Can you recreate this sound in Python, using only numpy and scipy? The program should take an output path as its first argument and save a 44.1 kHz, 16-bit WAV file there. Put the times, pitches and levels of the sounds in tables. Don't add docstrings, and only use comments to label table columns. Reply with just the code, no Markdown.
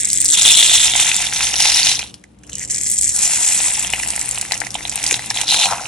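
import sys
import numpy as np
from scipy import signal
from scipy.fft import rfft, irfft
from scipy.io import wavfile
from scipy.ndimage import uniform_filter1d

SR = 44100
rng = np.random.default_rng(int(sys.argv[2]) if len(sys.argv) > 2 else 0)


def log_audio(samples):
    frames = np.atleast_2d(samples).T
    limited = np.clip(frames, -1, 1)
    pcm = np.round(limited * 32767).astype(np.int16)
    wavfile.write(sys.argv[1], SR, pcm)


def voltage_ratio(level):
    return 10 ** (np.asarray(level, float) / 20)


N = 258867
TIME = np.arange(N) / SR
SPILL_MID_DB = -31
PLACE_SPREAD_DB = 7
KNOCK_LEFT_DB = 3.5


def evened(x):
    return x / np.sqrt(np.mean(x ** 2) + 1e-20)


def read(points, hz):
    f, value = np.transpose(points)
    return np.interp(np.log(hz + 1), np.log(f + 1), value)


def during(spans):
    sink_s = 0.09
    return sum(np.clip(np.minimum(TIME - start, end - TIME) / sink_s + .5, 0, 1) for start, end in spans)


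def leaning(db):
    return voltage_ratio(np.array([[db], [-db]]) / 2)


def decaying(x, ms):
    return signal.lfilter([1], [1, -np.exp(-1000 / (ms * SR))], x)


def ring(x, hz, width):
    r = np.exp(-np.pi * width / SR)
    return 2 * signal.lfilter([1 - r], [1, -r * np.exp(2j * np.pi * hz / SR)], x + 1e-18).real


def resonate(x, hz, width):
    turn = np.exp(2j * np.pi * np.cumsum(hz) / SR)
    r = np.exp(-np.pi * width / SR)
    return 2 * (turn * signal.lfilter([1 - r], [1, -r], x / turn + 1e-18)).real


def body(x, modes):
    return sum((-1) ** k * voltage_ratio(db) * ring(x, hz, width) for k, (hz, width, db) in enumerate(modes))


# f/Hz, width/Hz, level/dB
MOTOR_LINES = [(61.05, 2.5, -53), (118.8, 8.1, -53), (191.4, 52, -53.5), (296.3, 13, -56)]
# f/Hz, density/dB
AIR_COLOUR = [(12, -69.5), (20, -53.5), (43, -16.5), (68, -14), (87, -21), (123, -12.5), (148, -18),
              (305, -23), (549, -21.5), (595, -26), (777, -21), (1300, -27), (2200, -30.5), (6940, -42.5),
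              (11800, -60), (15400, -106), (22000, -120)]
# f/Hz, likeness/1
AIR_LIKENESS = [(30, 0.92), (120, 1), (250, 0.047), (1000, 0.053)]
# from/s, until/s
DIMMED = [
    (-.1, .3),
    (2.08, 3.15),
]


def room_air(spill_db):
    hz = np.fft.rfftfreq(N, 1 / SR)
    same = np.clip(read(AIR_LIKENESS, hz), 0, 1)
    left, other = rfft(rng.standard_normal((2, N)))
    right = same * left + np.sqrt(1 - same ** 2) * other
    air = irfft(np.array([left, right]) * voltage_ratio(read(AIR_COLOUR, hz)), N)
    air = voltage_ratio(-50) * evened(air) * leaning(2.4)
    air = air * voltage_ratio(-5.5 * np.exp(-((TIME - 2.33) / 0.15) ** 4))
    high_pass = signal.butter(4, 600, "high", fs=SR, output="sos")
    upper = signal.sosfilt(high_pass, air[:, ::-1])[:, ::-1]
    upper = signal.sosfilt(high_pass, upper)
    air = air - (1 - voltage_ratio(-9)) * during(DIMMED) * upper
    noise = rng.standard_normal(N)
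    lines = sum(voltage_ratio(db) * evened(ring(ring(noise, f, width), f, width)) for f, width, db in MOTOR_LINES)
    swell_db = 9.5 + 0.084 * (uniform_filter1d(spill_db, SR // 8) - SPILL_MID_DB)
    return voltage_ratio(swell_db) * (air + lines * voltage_ratio(-5.5) * leaning(1.2))


# f/Hz, t60/s
NEAR_DECAY = [(500, 0.073), (2000, 0.075), (6000, 0.094), (12000, 0.051)]


def surfaces(x):
    taps = np.zeros((3, 4096))
    slots = np.arange(40, 4070, 12)
    at = slots + rng.integers(0, 12, (3, len(slots)))
    np.put_along_axis(taps, at, rng.choice([-1., 1.], at.shape), 1)
    hz, t, z = signal.stft(taps, SR, nperseg=64)
    apart = np.clip(hz / 7000, 0, 1)[:, None]
    z = np.sqrt(1 - apart ** 2) * z[0] + apart * z[1:]
    decay = voltage_ratio(-60 * t / read(NEAR_DECAY, hz)[:, None])
    tail = signal.istft(z * decay, SR, nperseg=64)[1]
    return signal.oaconvolve(x, tail / np.linalg.norm(tail[0]), axes=1)[:, :N]


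# t/s, cutting level/dB, crumbs riding the blade level/dB, crumbs spilling level/dB, stick f/Hz
HAND_STROKES = [
    [(0.0, -20, -36, -32.5, 7700), (0.266, -24.5, -36, -36, 7600), (0.34, -11, -14.5, -28.5, 7250),
     (0.52, -8.5, -10, -28, 7340), (1.16, -15.5, -20.5, -22.5, 6840), (1.64, -12, -18, -22.5, 5370),
     (1.894, -13.5, -15.5, -25.5, 5750), (2.04, -31, -28, -38, 5630), (2.088, -43, -35.5, -68.5, 5570)],
    [(2.384, -70.5, -63, -69, 6960), (2.636, -25, -45, -33.5, 7070), (2.95, -19, -50, -39.5, 7800),
     (3.244, -15, -37, -30.5, 7300), (3.642, -16, -32.5, -29, 7760), (3.9, -26.5, -33, -31.5, 7250),
     (4.052, -23.5, -43, -35, 8300), (4.75, -33, -41, -39.5, 6320), (5.132, -23, -30, -28.5, 7070)],
    [(5.44, -23.5, -27, -31.5, 6530), (5.478, -15.5, -12.5, -32.5, 5720), (5.65, -16, -14.5, -30, 6720),
     (5.752, -26.5, -34, -31.5, 5900), (5.87, -32.5, -43, -42, 6200)],
]
# t/s, level change/dB, half length/s
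STROKE_WAVERS = [(0.247, -1, 0.0059), (0.94, -5, 0.081), (1.12, -8.5, 0.025), (2.233, -8.5, 0.19),
                 (1.309, -10.5, 0.16), (1.521, -8.5, 0.1), (2.669, -18, 0.037), (2.822, -4, 0.024),
                 (3.889, -10, 0.0075), (4.711, -15, 0.043), (4.855, -3.5, 0.053), (4.596, -9, 0.012),
                 (4.902, -14, 0.021), (5.187, -4, 0.013), (5.44, 5, 0.013), (5.253, -9.5, 0.13),
                 (5.459, -11.5, 0.041),
                 (0.108, 1, 0.0095), (0.134, -16, 0.01), (0.195, -3.5, 0.0057), (0.276, -4, .009),
            (0.303, 10, 0.0045), (0.332, 2.5, 0.0066), (0.341, 2, 0.0041), (0.366, -9, 0.0086),
            (0.407, -9, 0.0074), (0.422, -11, 0.0072), (0.447, -2.5, 0.0051), (0.563, -6.5, .008),
            (0.622, -4.5, 0.013), (1.535, 2.5, 0.011), (1.982, -4.5, 0.011), (2.973, -1.5, .008),
            (3.001, -8, .009), (3.02, -12, 0.0046), (4.404, -3, 0.015), (4.469, -3.5, 0.015),
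            (5.33, -5.5, 0.017), (5.523, -3.5, 0.0085)]


def controls():
    columns = np.transpose(sum(HAND_STROKES, []))
    force_db, heap_db, spill_db, hz = (np.interp(TIME, columns[0], c) for c in columns[1:])
    halt_db = sum(db * np.maximum(1 - abs(TIME - s) / half_s, 0) for s, db, half_s in STROKE_WAVERS)
    return force_db + halt_db, heap_db + halt_db, spill_db + halt_db, hz


# from/s, until/s
SKIM_SPANS = [
    (-.1, 0.33),
    (2.5, 3.15),
]


def skimming():
    return during(SKIM_SPANS)


# t/s, level/dB, f/Hz, knock level/dB
CHUNKS = [(0.3406, -24, 3600, -32), (0.373, -11.5, 3660, -24), (0.4525, -2.5, 3660, -46),
          (0.5055, -5, 3320, -35), (0.6273, -1, 3650, -44), (0.6951, -3.5, 3620, -42),
          (0.8804, -4, 2630, -41.5), (0.9363, 1.5, 3480, -44), (0.9532, -4, 3420, -9),
          (0.996, -1.5, 2750, -22), (1.0575, -11, 3450, -12), (1.1159, -5, 3040, -24),
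          (1.2406, -8, 2590, -36), (1.268, -8, 3630, -22), (1.3254, -5.5, 2670, -22),
          (1.362, -7, 3550, -29), (1.4063, -2, 2700, -50.5), (1.5399, -3.5, 2740, -21.5),
          (1.6018, -5.5, 3680, -11), (1.654, -10, 3650, -2.5), (1.8692, -6.5, 3740, -24.5),
          (1.926, -17, 3670, -41.5), (1.9924, -9.5, 2490, -23), (2.0278, -15, 2680, -20),
          (2.1403, -38, 3970, -33), (2.2395, -25, 1890, -40),
          (2.436, -34.5, 1740, -28), (2.494, -16, 2660, -23), (3.602, -9.5, 2940, -13),
                 (3.846, -6, 2650, -18), (3.9349, 2.5, 2660, -17), (3.998, -12.5, 2540, -11.5),
                 (4.033, -9, 2080, -25), (4.216, -18, 1970, -26), (4.3757, -8.5, 2893, -15),
                 (4.5196, -10, 1990, -8), (4.6158, -10, 1810, -12), (4.742, -21, 3000, -31),
                 (4.7531, -7.5, 3430, -6), (4.8517, -13.5, 3600, -12), (4.923, -19, 3520, -6),
                 (4.9593, -27, 3700, 0), (4.9769, -12, 3940, -14), (5.111, -4.5, 2690, -18.5),
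                 (5.1413, -2, 4000, -19), (5.1921, -11, 1950, -10), (5.3025, -8.5, 3640, -15.5),
                 (5.362, -19, 4100, -1), (5.4155, -17.5, 4300, -14), (5.48, -12, 3950, -27),
                 (5.544, -1.5, 3670, -21.5), (5.7235, -10, 1280, -1), (5.732, -8, 1090, -6),
                 (5.8552, -13, 2620, -16),
          (2.091, -35, 2700, -25), (2.108, -33, 2720, -31), (3.81, -25.5, 2520, -21),
                  (3.8268, -17, 2600, -13), (3.9562, -18, 2200, -27.5), (4.0604, -17, 2490, -12),
                  (4.1346, -13.5, 2640, -11.5), (4.1594, -16, 1900, -11), (4.1762, -16, 1920, -8),
                  (4.2435, -24, 1950, -32), (4.2836, -25, 1930, -24), (4.3344, -30, 1900, -19),
                  (4.4264, -17.5, 2570, -6.5), (4.45, -17, 2020, -22), (4.5103, -12, 2090, -12.5),
                  (4.534, -10.5, 1900, -15), (4.553, -13, 2570, -15), (4.6362, -20.5, 1840, -5),
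                  (4.6673, -17, 1950, -9), (4.7845, -27, 1930, -11), (4.8065, -18, 1980, -13),
                  (4.9886, -25, 1890, -9), (5.0312, -33, 4400, -10), (5.0394, -18.5, 2330, -8),
                  (5.309, -10, 1950, -12), (5.3446, -20, 3970, -8), (5.3728, -8.5, 4500, -31),
                  (5.386, -9, 2320, -17), (5.4865, -9.5, 3900, -19.5), (5.5013, -22, 4070, -24),
                  (5.5238, -9.5, 3860, -28), (5.6568, -18.5, 4230, 7.5), (5.668, -17, 3700, 6),
                  (5.7582, -23, 1630, 1)]


def all_chunks():
    return CHUNKS


# t/s,
# level/dB, f/Hz
STICK_SNAPS = [(0.0047, -6, 7900), (0.0128, -11, 7900), (0.0477, -6, 7620), (0.0535, -12, 7600),
               (0.0862, -14, 8120), (0.09, -13, 7900), (0.101, -5, 7490), (0.1136, -9, 7900),
               (0.1216, -9, 7850), (0.1306, 0, 7600), (0.1335, -8, 8000), (0.1525, -12, 7500),
               (0.1598, -5, 7700), (0.1742, -4, 7950), (0.184, -9, 8300), (0.203, 0, 8200), (0.21, -8, 8000),
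               (0.2152, -4, 8000), (0.2245, -8, 7400), (0.2452, -2, 8490), (0.2555, 0, 7600),
               (0.26, -1, 7100), (0.2812, -3, 8320), (0.2875, -2, 7100), (0.301, -5, 7100),
               (0.3085, -1, 7430), (0.322, -2, 7600), (0.331, -6, 7000),
               (0.42, 1.5, 6600), (0.46, 2, 6300), (0.5177, 9, 7100), (0.599, -2, 7760), (0.961, 2, 6400),
               (0.9996, 3, 8900), (1.1427, -7, 6500), (1.1644, 2, 8000), (1.361, -9, 5730),
               (1.429, -1, 5170), (1.556, -3.5, 5630), (1.6021, 3.5, 5460), (1.8596, -13.5, 5860),
               (1.9919, -5, 6050), (2.141, -18.5, 5200),
               (2.2385, -33, 7300), (2.388, -43, 6820), (2.434, -32, 6810), (2.4673, -35, 7330),
              (2.4748, -33, 7200), (2.497, -17.5, 6960), (2.5166, -30, 7900), (2.5305, -16.5, 7600),
              (2.5536, -11, 7460), (2.5826, -13, 7800), (2.5944, -19, 7960), (2.61, -21, 8040),
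              (2.6284, -30, 8150), (2.638, -17, 8000), (2.649, -13, 7400), (2.6756, -20, 7550),
              (2.6986, -15, 7400), (2.708, -7, 7600), (2.7123, -8, 7400), (2.745, -7, 6800),
              (2.76, -7, 8000), (2.7813, -10, 7860), (2.8117, -6.5, 8050), (2.82, -9, 8000),
              (2.835, -12, 8040), (2.863, -8.5, 7340), (2.8806, -14, 8200), (2.9045, -7, 7660),
              (2.913, -16, 8070), (2.9226, -6.5, 7800), (2.9593, -17.5, 7200), (2.969, -10, 7360),
              (2.985, -4, 8100), (3.0117, -5, 8100), (3.023, -4.5, 8530), (3.044, -17, 7550),
              (3.0671, -20, 7340), (3.0914, -6, 7460), (3.1634, -4, 7400), (3.1897, -4.5, 7250),
              (3.307, -14.5, 7210), (3.6172, -11, 8180), (3.6826, -9, 8050), (3.7934, -7.5, 8040),
              (3.8046, -19, 8140), (3.825, -8, 8250), (3.8408, -11.5, 8300),
               (3.8697, -11, 6000), (3.902, -12.5, 7050), (3.9268, -10, 7950), (3.996, -15, 7300),
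                 (4.02, -24, 7870), (4.0328, -13, 5800), (4.0472, -16, 7550), (4.0743, -12, 8000),
                 (4.0858, -9, 8500), (4.1037, -5, 8700), (4.1546, -13, 7270), (4.162, -7, 8700),
                 (4.194, -9, 8600), (4.2125, -6, 8400), (4.258, -13, 8000), (4.2898, -7.5, 8800),
                 (4.311, -4, 7700), (4.345, -12, 8000), (4.356, -10, 5860), (4.3833, -8.5, 8400),
                 (4.4125, -1, 8600), (4.52, -0.5, 5990), (4.541, -9, 5640), (4.5762, -13.5, 7900),
                 (4.6025, -10, 7900), (4.65, -31, 6070), (4.6677, -14.5, 5940), (4.7155, -18, 6700),
                 (4.743, -9.5, 7200), (4.759, -18, 7850), (4.7952, -29, 7900), (4.8446, -26.5, 6120),
                 (4.8738, -14.5, 7760), (4.8955, -6, 7800), (4.9155, -11, 5700), (4.9568, -6, 8200),
                 (4.977, -19, 5970), (5.0286, -9, 6120), (5.0403, -1.5, 8150), (5.0643, -4, 6300),
                 (5.0762, -5, 6540), (5.1098, -2, 6050), (5.127, -2.5, 7750), (5.193, -28, 9300),
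                 (5.26, -15.5, 7840), (5.3018, -13, 7740), (5.3025, -6.5, 5700), (5.343, -15, 6400),
                 (5.361, -13.5, 6950), (5.4129, -3.5, 7050), (5.4417, -18.5, 6230), (5.4798, -1, 5270),
                 (5.5163, -6, 6430), (5.544, -5.5, 7100),
               (1.218, -7, 6160), (1.242, -18, 5250), (1.2526, -13, 5600), (1.269, -10, 7000),
               (1.3346, -5, 5650), (1.382, -21, 5290), (1.4355, -10, 6540), (1.4446, -10.5, 5100),
               (2.8991, -9, 8470), (2.915, -5.5, 8230), (2.9364, -13, 8260), (3.0124, -9, 8060),
               (3.032, -18.5, 7600), (3.0562, -18, 7430), (3.079, -9, 8090), (3.0949, -6, 7500),
               (3.8691, -14, 6080), (3.9454, -18, 8050), (3.9614, -14.5, 6630), (4.7048, -13.5, 6700),
               (5.0884, -8.5, 6200), (5.1204, -7, 7330), (5.1414, -9, 7000), (5.1564, -14, 7150)]


def all_snaps():
    return STICK_SNAPS


def clumping(fast_ms, slow_ms):
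    def smooth(v, ms):
        return evened(decaying(v, ms))
    fast, slow = rng.standard_normal((2, N))
    fast = smooth(smooth(fast, fast_ms), fast_ms)
    slow = smooth(smooth(slow, slow_ms), slow_ms)
    return evened(fast + .7 * slow)


def blip(hz, cycles, pan_db, lag_s, phase):
    bend = 1 + 0.29 * np.clip(hz / 4000 - 1, 0, 1)
    late_s = -0.000023 * bend + lag_s
    t = np.arange(700) / SR - np.array([[1], [-1]]) * late_s / 2 - 1e-4
    u = np.maximum(t, 0) * hz / cycles
    tone = u ** 2.21 * np.exp(-8.0 * u) * np.sin(2 * np.pi * hz * t + phase)
    return leaning(pan_db) * tone / abs(tone).max()


def grains(kind, level_db, clump, count=10):
    lo_hz, hi_hz, cycles, per_s, spread_db, common = kind
    chance, size = rng.random(N), rng.exponential(1, N)
    pan, lag, phase = rng.standard_normal((3, count))
    which = rng.integers(0, count, N)
    density = voltage_ratio(.5 * np.maximum(level_db - level_db.max(), -22)) * np.exp(0.31 * common * clump)
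    train = voltage_ratio(spread_db * np.minimum(size, 5) + 0.71 * common * clump) * (chance < per_s * density / SR)
    train /= np.sqrt(uniform_filter1d(train ** 2, SR // 6) + 0.00105)
    out = np.zeros((2, N))
    for k, hz in enumerate(np.geomspace(lo_hz, hi_hz, count)):
        snap = blip(hz, cycles, 5 * (pan[k] - pan.mean()), 2e-5 * lag[k], 3 * phase[k])
        out += signal.oaconvolve((train * (which == k))[None], snap, axes=1)[:, :N]
    return out


def shower(events, under_db, rise_ms, die_ms):
    kicks = np.zeros(N)
    for s, db, *_ in events:
        kicks[round(s * SR)] += voltage_ratio(min(db, 2) + under_db)
    before = decaying(kicks[::-1], rise_ms)[::-1]
    return before + decaying(kicks, die_ms) - kicks


def chunk_spray():
    return shower(all_chunks(), -14.0, rise_ms=0.42, die_ms=0.98)


# lowest f/Hz, highest f/Hz, length/cycles, rate/Hz, size spread/dB, shared clumping/1
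KNOCK_GRAINS = (674, 1320, 5.2, 670, 2.6, 0.58)
# f/Hz, width/Hz, level/dB
BAR_RINGS = [(845, 300, 5.2), (425, 32, 7.2), (1660, 570, 8.2)]


def bar_knocks(spill_db, clump):
    turn_s, rise_s, fall_s = 5.72, 0.2, 0.11
    turn = voltage_ratio(-28.5) * np.exp(-((TIME - turn_s) / np.where(TIME < turn_s, rise_s, fall_s)) ** 2)
    cutting = voltage_ratio(-41.5 + 0.85 * (spill_db - SPILL_MID_DB) - 12 * skimming())
    level = cutting + turn
    knocks = evened(body(grains(KNOCK_GRAINS, 20 * np.log10(level), clump), BAR_RINGS))
    return (level + 0.015 * chunk_spray()) * leaning(KNOCK_LEFT_DB) * knocks


# lowest f/Hz, highest f/Hz, length/cycles, rate/Hz, size spread/dB, shared clumping/1
PATTER_GRAINS = (1060, 2210, 0.95, 1800, 3.33, 0.97)
# f/Hz, width/Hz, level/dB
TABLE_RINGS = [(1950, 750, 1.65), (2704, 435, 9)]


def table_patter(spill_db, clump):
    patter = grains(PATTER_GRAINS, spill_db, clump)
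    dull = .65 * skimming()
    patter = (1 - dull) * evened(body(patter, TABLE_RINGS)) + dull * evened(body(patter, TABLE_RINGS[:1]))
    return (voltage_ratio(spill_db - 3.0) + 1.1 * chunk_spray()) * patter


# lowest f/Hz, highest f/Hz, length/cycles, rate/Hz, size spread/dB, shared clumping/1
RATTLE_GRAINS = (2726, 5030, 6.6, 2200, 2.9, 0.99)
# f/Hz, width/Hz, level/dB
BLADE_RINGS = [(2600, 1400, -6), (4380, 290, -6), (3480, 650, -12.5)]
# t/s, f/Hz
BLADE_PITCH = [(.3, 3575), (1.0, 3520), (2.0, 3810), (2.4, 2980), (2.62, 2960), (3.2, 3460), (5.4, 3760),
               (5.5, 3870), (5.7, 3830)]
# from/s, until/s
LIFTED = [
    (2.08, 2.42),
]
# from/s, until/s
HEAPED = [
    (1.5, 2.1),
    (5.5, 7),
]


def blade_rattle(heap_db, clump):
    rattle = grains(RATTLE_GRAINS, heap_db, clump)
    damp = .3 * during(HEAPED)
    sung = evened(resonate(rattle, np.interp(TIME, *np.transpose(BLADE_PITCH)), 380))
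    spread = evened(body(rattle, BLADE_RINGS))
    rattle = voltage_ratio(2) * (1 - during(LIFTED) - damp) * sung + (0.45 + damp) * spread
    on_blade = [c for c in all_chunks() if c[2] > 2900]
    struck = shower(on_blade, -15.0, rise_ms=0.56, die_ms=2.1)
    scrape = voltage_ratio(-44) * np.exp(-((TIME - 2.54) / 0.027) ** 4)
    return (voltage_ratio(heap_db - 5.5) + 2.0 * struck + scrape) * rattle


# lowest f/Hz, highest f/Hz, length/cycles, rate/Hz, size spread/dB, shared clumping/1
STICK_GRAINS = (5110, 15200, 3.65, 4400, 3, 1)
# lowest f/Hz, highest f/Hz, length/cycles, rate/Hz, size spread/dB, shared clumping/1
DUST_GRAINS = (3470, 15700, 2.1, 9000, 0.8, .8)
# f/Hz, level/dB
DUST_TINT = [(3500, -9.5), (4700, -6.5), (5300, -3), (6300, -7), (8500, 1), (9900, 6.5), (10700, 4),
             (11600, -12.5)]


def stick_crackle(force_db, stick_hz, clump):
    skim = skimming()
    sticks = grains(STICK_GRAINS, force_db, clump, count=12)
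    sticks = resonate(resonate(sticks, stick_hz, 3550), stick_hz, 3360)
    narrow = evened(resonate(sticks, stick_hz, 1700))
    sticks = evened(sticks) + 0.82 * (skim + .5 * during(DEEP_SPANS[1:])) * narrow
    tint = voltage_ratio(read(DUST_TINT, np.fft.rfftfreq(N, 1 / SR)))
    dust = evened(irfft(rfft(grains(DUST_GRAINS, force_db, clump, count=12)) * tint, N))
    dust_db = -1.5 - 0.16 * (force_db + 26) - 8 * skim
    spray = shower(all_snaps(), -19.0, rise_ms=0.33, die_ms=5.7)
    return (voltage_ratio(force_db - 3.0 - 2 * skim) + spray) * (sticks + voltage_ratio(dust_db) * dust)


def shaving(force_db, heap_db, spill_db, stick_hz):
    clump = clumping(fast_ms=1.4, slow_ms=9.2)
    low = bar_knocks(spill_db, clump) + table_patter(spill_db, clump)
    return low + blade_rattle(heap_db, clump) + stick_crackle(force_db, stick_hz, clump)


def swell(ms):
    u = np.arange(240) * 1000 / (ms * SR)
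    return u ** 2 * np.exp(2 - u) / 4


def splinter(sound):
    noise = rng.standard_normal(240)
    run = swell(.27) * noise * abs(noise)
    run[0] = .4
    out = signal.fftconvolve(sound, run[None], axes=1)[:, :700]
    return out * abs(sound).max() / abs(out).max()


# from/s, until/s
DEEP_SPANS = [
    (.33, 2.0),
    (3.2, 3.85),
]


def rows(force_db, hz):
    force_db = force_db - 60 * (1 - during(DEEP_SPANS))
    rows_per_s, jitter = 75, 0.61
    at = np.cumsum(np.exp(jitter * rng.standard_normal(600)) * SR / rows_per_s).astype(int)
    out = np.zeros((2, N + 700))
    for i in at[at < N]:
        size, tune, place, phase = rng.standard_normal(4)
        snap = splinter(blip(hz[i] * np.exp(0.13 * tune), 8.2, PLACE_SPREAD_DB * place, 0, 3 * phase))
        out[:, i:i + 700] += voltage_ratio(min(force_db[i] + 7.5 + 3.5 * size, 0)) * snap
    return out[:, :N]


def stick_snap(hz):
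    lag, phase, tune, phase_2, place = rng.standard_normal(5)
    pan_db = PLACE_SPREAD_DB * place
    first = blip(hz, 7.3, pan_db, 1e-5 * lag, 3 * phase)
    second = blip(hz * np.exp(0.083 * tune), 4.0, pan_db, 1e-5 * lag, 3 * phase_2)
    pair = splinter(first + 1.52 * second)
    return pair / abs(pair.mean(0)).max()


def chunk_crack(hz, knock_db):
    lag, phase, tune, phase_2, place = rng.standard_normal(5)
    pan_db = 1.07 * PLACE_SPREAD_DB * place
    first = blip(hz, 6.4, pan_db, 2e-5 * lag, 3 * phase)
    second = blip(np.sqrt(2400 * hz) * np.exp(0.039 * tune), 1.4, pan_db, 2e-5 * lag, 3 * phase_2)
    knock = voltage_ratio(knock_db + 4.5) * blip(815, 4.9, pan_db + KNOCK_LEFT_DB, 0, 0)
    burst = swell(.6) * rng.standard_normal(240)
    crunch = signal.fftconvolve(blip(5060, 1.0, pan_db, 0, 0), burst[None], axes=1)[:, :700]
    return splinter(first + 0.18 * second) + crunch / abs(crunch).max() + knock


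def cracks():
    out = np.zeros((2, N + 700))

    def place(s, sound):
        out[:, round(s * SR):][:, :700] += sound
    for s, db, hz in all_snaps():
        place(s, voltage_ratio(min(db, 2)) * stick_snap(hz))
    for s, db, hz, knock_db in all_chunks():
        place(s, voltage_ratio(db - 6.5) * chunk_crack(hz, knock_db))
    place(5.122, voltage_ratio(-18.5) * blip(403, 3.0, 0, 0, 0))
    return out[:, :N]


# f/Hz, level/dB
HAND_COLOUR = [(1300, -0.5), (1800, 2.5), (4300, -1), (4850, -3.5), (5300, -2), (6350, -1), (6900, -3),
               (7450, 0)]


def cupped(soap):
    high_pass = signal.butter(6, 1750, "high", fs=SR, output="sos")
    thin = signal.sosfilt(high_pass, soap)
    soap = soap + 0.98 * skimming() * (thin - soap)
    grid = np.linspace(0, SR / 2, 513)
    tint = signal.firwin2(513, grid, voltage_ratio(read(HAND_COLOUR, grid)), fs=SR)
    return signal.oaconvolve(soap, tint[None], "same")


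def scene():
    force_db, heap_db, spill_db, hz = controls()
    air = room_air(spill_db)
    soap = cupped(shaving(force_db, heap_db, spill_db, hz) + rows(force_db, hz) + cracks())
    return air + voltage_ratio(-10.5) * surfaces(soap) + soap


def top_cut(x):
    return signal.sosfilt(signal.butter(12, 11990, fs=SR, output="sos"), x)


def record(dry):
    band = signal.firwin(801, 11790, window=("kaiser", 9), fs=SR)
    limited = signal.oaconvolve(dry, band[None], "same")
    return top_cut(np.clip(limited, -1, 1))


dry = scene()
out = record(dry)
log_audio(out)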